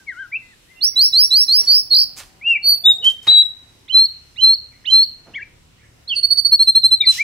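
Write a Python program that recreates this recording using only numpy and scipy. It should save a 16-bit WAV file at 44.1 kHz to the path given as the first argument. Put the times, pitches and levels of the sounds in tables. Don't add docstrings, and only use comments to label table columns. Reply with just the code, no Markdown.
import sys
import numpy as np
from scipy import signal
from scipy.io import wavfile
from scipy.ndimage import uniform_filter1d, minimum_filter1d

SR = 44100
rng = np.random.default_rng(int(sys.argv[2]) if len(sys.argv) > 2 else 0)


def invert_db(level):
    return 10 ** (np.asarray(level, dtype=float) / 20)


def digitize_waveform(pressure):
    field = np.atleast_2d(pressure).T
    bounded = np.clip(field, -1, 1)
    quanta = np.round(bounded * 32767).astype(np.int16)
    wavfile.write(sys.argv[1], SR, quanta)


N = 318833
T = np.arange(N) / SR


def band(x, lo_hz, hi_hz, order=2):
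    sos = signal.butter(order, [lo_hz, min(hi_hz, .45 * SR)], "band", fs=SR, output="sos")
    return signal.sosfilt(sos, x)


def split(x, kind, edge_hz):
    return signal.sosfilt(signal.butter(2, edge_hz, kind, fs=SR, output="sos"), x)


def unit(x):
    return x / np.sqrt(np.mean(x ** 2))


def walk(rate_hz):
    hold = int(SR / rate_hz)
    steps = np.repeat(rng.standard_normal(N // hold + 1), hold)
    return unit(uniform_filter1d(uniform_filter1d(steps, hold), hold)[:N])


def on_log(hz, table):
    table_hz, table_db = np.transpose(table)
    return np.interp(np.log(hz), np.log(table_hz), table_db)


# pitch_hz, level_db (per Hz)
AIR_SPECTRUM = [(12, -40), (20, -10), (76, -7), (153, -8), (181, -12.5), (355, -15.5), (539, -20),
                (891, -22), (3700, -24), (8800, -27), (15800, -37)]
# time_s, level_db
RUMBLE_SWELL = [(0.0, -59), (0.22, -63.5), (1.99, -58), (2.86, -62), (3.7, -62), (3.96, -63), (5.03, -61),
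                (5.36, -61), (6.52, -61), (6.8, -64), (7.23, -60.5)]


def air():
    out = 0
    s, db = np.transpose(RUMBLE_SWELL)
    swell_db = np.interp(T, s, db - np.mean(db))
    for hz in 22 * 2 ** np.arange(0, 9.6, .5):
        mid, side = (unit(band(rng.standard_normal(N), hz / 2 ** .25, hz * 2 ** 0.17)) for _ in range(2))
        side_share = np.clip(hz / 550., .4, 1)
        level_db = on_log(hz, AIR_SPECTRUM) + 10 * np.log10(hz / (1 + side_share ** 2)) + 1.5 * walk(7.2)
        level_db = level_db + swell_db * np.clip(500 / hz, 0, 1)
        out = out + invert_db(level_db) * (mid + side_share * side * np.array([[1], [-1]]))
    return unit(out) * invert_db(-52.8)


def hushed_air(heard):
    hush_db, ebb_db_per_s = 5.0, .75
    loud = np.clip(uniform_filter1d(np.abs(heard).mean(axis=0), size=3000) / .03, 0, 1)
    hiss = air()
    treble, bass = split(hiss, "high", 3000), split(hiss, "low", 3000)
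    return bass - treble * invert_db(-hush_db * loud - ebb_db_per_s * T)


def engine(curve, orders):
    s, hz, db = np.transpose(curve)
    phase = 2 * np.pi * np.cumsum(np.interp(T, s, hz) * (1 + .003 * walk(12))) / SR
    tone = sum(invert_db(order_db + 2.0 * walk(5)) * np.sin(k * phase) for k, order_db in orders)
    return tone * invert_db(np.interp(T, s, db, left=-140, right=-140)) * np.sqrt(2)


# multiple, level_db
SCOOTER_RUN = [(1.5, 183.2, -86), (2.0, 187.4, -70.5), (2.4, 192, -69), (2.8, 200.4, -70.5),
               (2.9, 205, -92.5)]
SCOOTER_PARTIALS = [(2, -8), (3, -3), (4, 2.5), (5, -9)]
TRUCK_RUN = [(2.6, 34, -73.5), (3.6, 34.3, -63.5), (4.6, 35, -64.5), (5.5, 36.69, -63), (6.5, 38.64, -62),
             (7.23, 40.02, -61.5)]
TRUCK_PARTIALS = [(1, -5), (2, 0), (3, 0.5), (4, -4.5)]


def far_engines():
    return engine(SCOOTER_RUN, SCOOTER_PARTIALS) + engine(TRUCK_RUN, TRUCK_PARTIALS)


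# time_s, pitch_hz, level_db
NEIGHBOUR = [
    [(.92, 2120, -42), (1.06, 2180, -53.5)],
    [(1.14, 2180, -46), (1.25, 2220, -54.5)],
    [(4.71, 2400, -41), (4.73, 1950, -41.5), (4.77, 2250, -51.5)],
    [(5.77, 1800, -47.5), (5.81, 2400, -47), (5.825, 1650, -43), (5.85, 2300, -47), (5.87, 1750, -51.5)],
]
# time_s, pitch_hz, level_db
DOVE_COOS = [
    [(2.81, 660, -47), (2.835, 710, -39), (2.86, 800, -45)],
    [(2.885, 700, -46), (2.925, 760, -38), (2.975, 720, -40), (3.0, 690, -46)],
    [(2.995, 400, -44), (3.012, 480, -34), (3.05, 540, -43), (3.12, 520, -49)],
]


def far_birds():
    notes = NEIGHBOUR + DOVE_COOS
    return sing(notes, [(-43, -51, 0.021, 0.49)] * len(notes))


# delay_ms, left_db, right_db
WALL_ECHOES = [(4.352, -23.5, -24.5), (9.06, -23, -14), (14.6, -24, -22), (22.9, -23.5, -23)]
# low_hz, high_hz, t60_s, level_db
WALL_TAILS = [
    (60, 6800, 0.37, -15),
    (6800, 23000, 0.3, -9),
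    (300, 19000, 0.89, -34),
]


def yard(x):
    alike = .35
    t = np.arange(SR) / SR
    response = 0
    for lo_hz, hi_hz, t60, db in WALL_TAILS:
        noise = rng.standard_normal((3, len(t)))
        noise = np.sqrt(alike) * noise[0] + np.sqrt(1 - alike) * noise[1:]
        fade = np.exp(-np.log(1000) * t / t60) * np.clip(t / 0.018, 0, 1)
        fade = fade / np.sqrt(np.sum(fade ** 2))
        response = response + invert_db(db) * band(noise, lo_hz, hi_hz, order=3) * fade
    for delay_ms, *db in WALL_ECHOES:
        response[:, int(delay_ms * SR / 1000)] += invert_db(np.array(db))
    return signal.fftconvolve(x, response, axes=1)[:, :N]


# start_s, length_s, low_db, middle_db, high_db
RUSTLE_BURSTS = [(1.557, 0.068, -55, -51, -46), (1.695, .01, -48, -61, -54.5),
                 (2.16, .035, -51.5, -45.5, -39.5), (3.017, .04, -54, -59.5, -74.5),
                 (3.039, 0.026, -62, -47, -37.5), (3.223, 0.024, -60.5, -57, -50),
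                 (3.266, 0.02, -34, -31, -40), (4.896, .02, -64.5, -51, -44),
                 (5.253, 0.06, -53.5, -64, -70.5), (7.08, 0.07, -72, -68, -39),
                 (2.87, 0.12, -61, -75.5, -77.5), (6.145, .015, -75, -62, -54), (6.3, .04, -75, -58, -61)]
# low_hz, high_hz
RUSTLE_RANGES = [(70, 800), (800, 3600), (3600, 8500)]


def rustles():
    out = np.zeros((2, N))
    grain = invert_db(1.6 * walk(500))
    for c, (lo_hz, hi_hz) in enumerate(RUSTLE_RANGES):
        shape = np.zeros(N)
        for s, length, *db in RUSTLE_BURSTS:
            rise = .3 * length
            fade = np.exp(-np.clip(T - s - rise - length, 0, 1) / 0.034)
            shape += invert_db(db[c]) * np.clip((T - s) / rise, 0, 1) * fade
        noise = rng.standard_normal((3, N))
        x = band((noise[0] + 0.28 * c * noise[1:]) * grain, lo_hz, hi_hz, order=2 - c // 2)
        out += unit(x) * shape * invert_db(2.5 * walk(40)) * invert_db(np.array([[-1.5], [1.5]]))
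    return out


# low_hz, high_hz, level_db
QUILL_RANGES = [(2500, 3600, -35), (4900, 6200, -31.5), (11000, 15500, -48)]


def quills():
    start_s, length_s = 7.105, .075
    swell = np.clip((T - start_s) / 0.022, 0, 1)
    swell = swell * np.exp(-np.clip(T - start_s - length_s, 0, 1) / 0.027)
    hiss = sum(invert_db(db) * unit(band(rng.standard_normal((2, N)), lo_hz, hi_hz))
               for lo_hz, hi_hz, db in QUILL_RANGES)
    return swell * hiss


# start_s, end_s, rate_hz, speed_up_hz_per_s, depth_hz
SHAKES = [(1.708, 1.83, 61, 20, 200), (1.937, 2.06, 49, 130, 345), (0.51, .93, 110, 0, 40),
          (.99, 1.47, 75, 0, 38), (1.52, 1.63, 70, 0, 80), (2.63, 2.78, 39, 0, 45)]


def trill(t, wobble):
    shake = np.zeros(len(t))
    for start, end, rate_hz, gain_per_s, depth_hz in SHAKES:
        cycles = (rate_hz + gain_per_s * (t - start) / 2) * (t - start)
        p = 2 * np.pi * cycles + .25 * wobble
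        onset = np.clip((t - start + 0.0026) / 0.0035, 0, 1)
        shake += depth_hz * onset * (t < end) * (0.38 * np.sin(2 * p) - np.cos(p))
    return shake


# pitch_hz, level_db
BEAK_LIFT = [(2500, -0.5), (5200, -7), (7800, -6), (9500, -7.5), (11300, 5.5), (12300, -8), (13500, 2),
             (15300, 11)]


def sing(notes, voices):
    out = np.zeros((2, N))
    waver, flutter_db, wobble = 1 + 0.005 * walk(220), .5 * walk(90), walk(60)
    breath = 1 + 0.006 * walk(1800)
    splash = unit(band(rng.standard_normal((2, N)), 3700, 5800, order=3)) * invert_db(-38)
    for note, (second_db, third_db, pan_db, lag_ms) in zip(notes, voices):
        s, hz, db = np.transpose(note)
        a, b = max(int((s[0] - .003) * SR), 0), min(int((s[-1] + .006) * SR), N)
        t, lag_s = T[a:b], lag_ms / 1000
        pitch = uniform_filter1d(np.interp(t, s, hz), size=200) * waver[a:b] + trill(t, wobble[a:b])
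        phase = 2 * np.pi * np.cumsum(pitch) / SR
        fade = np.clip(np.minimum(t - t[0], s[-1] + .004 - t) / .004, 0, 1)
        pressure = uniform_filter1d(np.interp(t, s, invert_db(db / 2)), size=150)
        gain = pressure ** 2 * invert_db(flutter_db[a:b]) * np.sin(fade * np.pi / 2) ** 2 * np.sqrt(2)
        effort = (pressure / pressure.max()) ** .6
        for port, side in enumerate((1, -1)):
            p, g = (np.interp(t - side * lag_s / 2, t, v) for v in (phase, gain))
            tone = np.sin(p) * invert_db(side * pan_db / 2)
            for k, part_db in ((2, second_db), (3, third_db), (4, third_db - 27)):
                shade_db = 1.3 * (k - 1) * side
                level_db = part_db + on_log(k * pitch, BEAK_LIFT) - shade_db + 6.4 * flutter_db[a:b]
                tone += invert_db(level_db) * effort * (k * pitch < .45 * SR) * np.sin(k * p)
            opening = np.clip(np.gradient(g) * SR * .005, 0, 1)
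            out[port, a:b] += g * tone * breath[a:b] + opening * splash[port, a:b]
    return out


def syllables(shape, rows):
    share, place, db = np.transpose(shape)
    return [np.transpose([s + length * share, from_hz + (to_hz - from_hz) * place, top_db + db])
            for s, length, from_hz, to_hz, top_db in rows]


# second_partial_db, third_partial_db, left_minus_right_db, left_lag_ms
SWEEP_GESTURE = [(0, 0, -18), (.06, 0, -3), (.27, .13, 0), (.5, .47, 1), (.64, .7, -1), (.82, .96, 0),
                 (1, 1, -7)]
SWEEP_ROWS = [(.959, .128, 3900, 5560, -10), (1.128, .137, 3964, 5620, -9.5),
              (1.306, .134, 3940, 5570, -10), (1.479, .141, 4080, 5590, -11)]
SWEEP_TIMBRE = (-20, -26, -2.2, .476)
WARBLE_GESTURE = [(0, .15, -26), (.07, .02, -3), (.2, .12, 0), (.35, .25, 0), (.6, .62, -1), (.82, 1, -2.5),
                  (1, .9, -11)]
WARBLE_ROWS = [(1.669, .141, 4400, 5350, -9), (1.904, .141, 4250, 4950, -9)]
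WARBLE_TIMBRE = (-21, -27, -3, .48)
STEP_GESTURE = [(0, .3, -40), (.13, 0, -13), (.22, .6, -7), (.5, 1, 0), (.86, .75, -6), (1, 0, -26)]
STEP_ROWS = [(2.624, .141, 4400, 4540, -8.5)]
STEP_TIMBRES = [(-14, -17.5, -2.5, .4845)]
FLICK_GESTURE = [(0, 0, -12), (.48, .55, 0), (1, 1, -13)]
FLICK_ROWS = [(3.881, .015, 3000, 4400, -37.5), (4.36, .022, 3450, 4400, -41),
              (4.853, .016, 2900, 4380, -28), (5.338, .02, 2600, 3550, -32)]
SOFT_TIMBRE = (-41, -51.5, -2.0, 0)
SCOOP_GESTURE = [(0, 0, -28), (.26, .62, -23), (.48, .86, 0), (1, 1, -3)]
SCOOP_ROWS = [(3.88, .05, 1945, 3146, -26), (4.36, .06, 1890, 3120, -27), (4.845, .065, 1736, 3158, -22.5)]
SCOOP_TIMBRE = (-19, -54, -15, -.055)
WHISTLE_GESTURE = [(0, -.15, -25), (.1, .02, -9), (.2, 0, 0), (.33, 0, 0), (.55, .25, -1), (.78, .52, -4),
                   (.9, .75, -4), (.95, 1.15, -8), (1, 1.1, -26)]
WHISTLE_ROWS = [(3.924, .14, 4075, 4390, -7), (4.409, .142, 4095, 4400, -6.5),
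                (4.902, .143, 4067, 4380, -6.5)]
WHISTLE_TIMBRE = (-28, -28, 0, -.04)
SLIDE_GESTURE = [(0, 0, -24), (.2, .65, -12), (.33, .95, 0), (.8, 1, -3), (1, 1, -6)]
SLIDE_ROWS = [(6.15, .047, 4900, 4420, -16), (7.054, .062, 4600, 4030, -6)]
SLIDE_TIMBRES = [(-8.5, -33.5, -5.5, .03), (-18, -35, .5, -.044)]
PIP_GESTURE = [(0, -2.2, -24), (.07, -.6, -11), (.2, -.1, -2), (.4, .2, 0), (.76, .6, 0), (.9, .9, -4),
               (1, 1, -18)]
PIP_ASIDE_ROWS = [(6.228, .034, 4410, 4480, -11), (6.301, .038, 4420, 4480, -10),
                  (6.37, .035, 4490, 4560, -13), (6.446, .03, 4440, 4500, -9)]
PIP_ASIDE_TIMBRE = (-15, -30, -7, .032)
PIP_ROWS = [(6.515, .045, 4290, 4430, -6), (6.59, .047, 4190, 4360, -7), (6.67, .04, 4110, 4220, -7),
            (6.748, .04, 4130, 4280, -6.5), (6.831, .043, 4060, 4180, -6.5),
            (6.909, .046, 4040, 4160, -7.5)]
PIP_TIMBRE = (-19, -27, -.5, -.03)


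def repeated_syllables():
    notes = syllables(STEP_GESTURE, STEP_ROWS) + syllables(SLIDE_GESTURE, SLIDE_ROWS)
    voices = STEP_TIMBRES + SLIDE_TIMBRES
    for shape, rows, voice in [
            (SWEEP_GESTURE, SWEEP_ROWS, SWEEP_TIMBRE),
            (WARBLE_GESTURE, WARBLE_ROWS, WARBLE_TIMBRE),
            (FLICK_GESTURE, FLICK_ROWS, SOFT_TIMBRE),
            (SCOOP_GESTURE, SCOOP_ROWS, SCOOP_TIMBRE),
            (WHISTLE_GESTURE, WHISTLE_ROWS, WHISTLE_TIMBRE),
            (PIP_GESTURE, PIP_ASIDE_ROWS, PIP_ASIDE_TIMBRE),
            (PIP_GESTURE, PIP_ROWS, PIP_TIMBRE)]:
        notes = notes + syllables(shape, rows)
        voices = voices + [voice] * len(rows)
    return notes, voices


# time_s, pitch_hz, level_db; their voices have the columns above
OPENING_NOTES = [
    [(0.065, 2350, -62), (0.09, 2120, -24), (0.106, 1900, -28), (0.116, 1850, -39), (0.122, 1594, -36),
     (0.149, 1335, -50.5), (0.21, 1606, -29.5), (0.259, 1420, -41), (0.27, 1320, -55)],
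    [(0.315, 1896, -53), (0.331, 2344, -24.8), (0.346, 2358, -20), (0.364, 2713, -21), (0.375, 2590, -27.5)],
    [(0.42, 2060, -49), (0.515, 2010, -56.5), (0.54, 1720, -50.5)],
    [(0.675, 1826, -68), (0.715, 2110, -51), (0.74, 2040, -57), (0.8, 2050, -60)],
    [(0.755, 2740, -60), (0.785, 2720, -49), (0.8, 2850, -51), (0.825, 2950, -52)],
    [(0.808, 3430, -44), (0.817, 4190, -23.5), (0.834, 4540, -14.5), (0.846, 5200, -12.5),
     (0.88, 5800, -16), (0.895, 5600, -23)],
]
OPENING_TIMBRES = [(-20, -52, 5, -0.028), (-36, -46, 1, 0.0), (-31.5, -30, -0.5, -0.13),
                   (-30, -30, 7.7, -0.023), (-41.5, -30, -9.5, 0.006), (-23, -28, -5, 0.48)]
MIDDLE_NOTES = [
    [(2.413, 2090, -42), (2.444, 2610, -32), (2.478, 2830, -13.5), (2.523, 2737, -12.5), (2.548, 2564, -22),
     (2.559, 2297, -13.5), (2.57, 2370, -20), (2.58, 1920, -45)],
    [(3.272, 4020, -30.5), (3.278, 3850, -18.5), (3.286, 3795, -0.5), (3.312, 3977, -5.5),
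     (3.396, 3878, -3), (3.422, 3931, -7), (3.432, 3600, -26)],
    [(5.338, 1477, -62), (5.353, 2180, -35), (5.362, 2265, -25), (5.37, 2240, -26), (5.396, 1570, -37.5),
     (5.408, 1770, -34), (5.423, 2315, -35.5), (5.432, 2340, -28.5)],
    [(2.838, 3600, -40), (2.843, 3470, -22), (2.852, 3540, -15), (2.859, 3710, -4), (2.89, 3780, -2),
     (2.913, 3720, -6), (2.924, 3550, -28)],
    [(3.022, 3000, -40), (3.035, 2950, -25), (3.05, 3060, -15), (3.066, 3100, -8), (3.082, 3160, -5),
     (3.093, 3120, -11), (3.102, 2950, -30)],
]
MIDDLE_TIMBRES = [(-37, -39.5, 1, -0.006), (-26, -35, 2.5, -0.22), (-31, -35, 3.3, 0.0),
                  (-19.5, -39.5, 1.2, -.04), (-33, -50.5, -3.8, -.067)]
CLOSING_NOTES = [
    [(6.075, 3880, -49), (6.08, 4130, -30), (6.091, 4400, -27), (6.105, 4345, -30)],
    [(6.093, 3430, -30), (6.116, 3115, -18.5), (6.136, 2704, -19), (6.148, 2686, -28)],
    [(7.0, 3880, -46), (7.012, 3770, -6.5), (7.023, 3615, -16)],
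    [(7.008, 2336, -35.5), (7.038, 2347, -22), (7.049, 2035, -29.5), (7.06, 1986, -42)],
    [(7.168, 1670, -66), (7.18, 1900, -34), (7.213, 2317, -14.5), (7.221, 2357, -17), (7.229, 2337, -29)],
]
CLOSING_TIMBRES = [(-19.5, -47.5, -4.5, 0.006), (-35.5, -46.5, -4, -0.071), (-27, -42, 3, -0.034),
                   (-35, -50, 1.4, -0.006), (-30, -35, 1.3, 0.0)]
# time_s, pitch_hz, level_db
FAINT_FALLS = [
    [(0, 1610, -50), (.04, 1490, -60)],
    [(5.4, 2800, -50), (5.42, 2700, -46), (5.44, 2570, -50)],
    [(6.125, 5920, -59), (6.15, 4950, -54)],
]


def bird():
    notes, voices = repeated_syllables()
    notes = OPENING_NOTES + MIDDLE_NOTES + CLOSING_NOTES + FAINT_FALLS + notes
    soft = [SOFT_TIMBRE] * len(FAINT_FALLS)
    voices = OPENING_TIMBRES + MIDDLE_TIMBRES + CLOSING_TIMBRES + soft + voices
    return sing(notes, voices)


def scene():
    near = bird() + rustles() + quills()
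    heard = near + yard(near + far_birds())
    return heard + far_engines() + hushed_air(heard)


def limiter(x):
    limit_db, ratio = -2.6, 8.0
    peak = uniform_filter1d(-minimum_filter1d(-np.abs(x).max(axis=0), size=260), size=260)
    return x * np.minimum(invert_db(limit_db) / peak, 1) ** (1 - 1 / ratio)


def squelch(x):
    mask_db, mask_db_per_octave, mask_from_hz = -55, 3.0, 700
    hz, _, z = signal.stft(x, SR, nperseg=2048, noverlap=1536)
    which = np.searchsorted(np.geomspace(mask_from_hz, SR / 2, 46), hz)
    which = np.unique(which, return_inverse=True)[1]
    bands = range(which.max() + 1)
    size = np.sqrt([np.mean(np.abs(z[:, which == b]) ** 2, axis=1) for b in bands])
    centre_hz = np.array([hz[which == b].mean() for b in bands])[:, None, None]
    floor_db = mask_db + mask_db_per_octave * np.log2(centre_hz / 4000)
    keep = size > size.max(axis=0) * invert_db(floor_db)
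    keep |= centre_hz < mask_from_hz
    kept = z * keep[which].transpose(1, 0, 2)
    return signal.istft(kept, SR, nperseg=2048, noverlap=1536)[1][:, :N]


def band_limit(x):
    return signal.sosfilt(signal.butter(12, 15940, fs=SR, output="sos"), x)


def record(dry):
    low_pass = signal.ellip(10, .3, 80, 15750, fs=SR, output="sos")
    mix = squelch(signal.sosfilt(low_pass, limiter(dry)))
    return band_limit(mix)


dry = scene()
out = record(dry)
digitize_waveform(out)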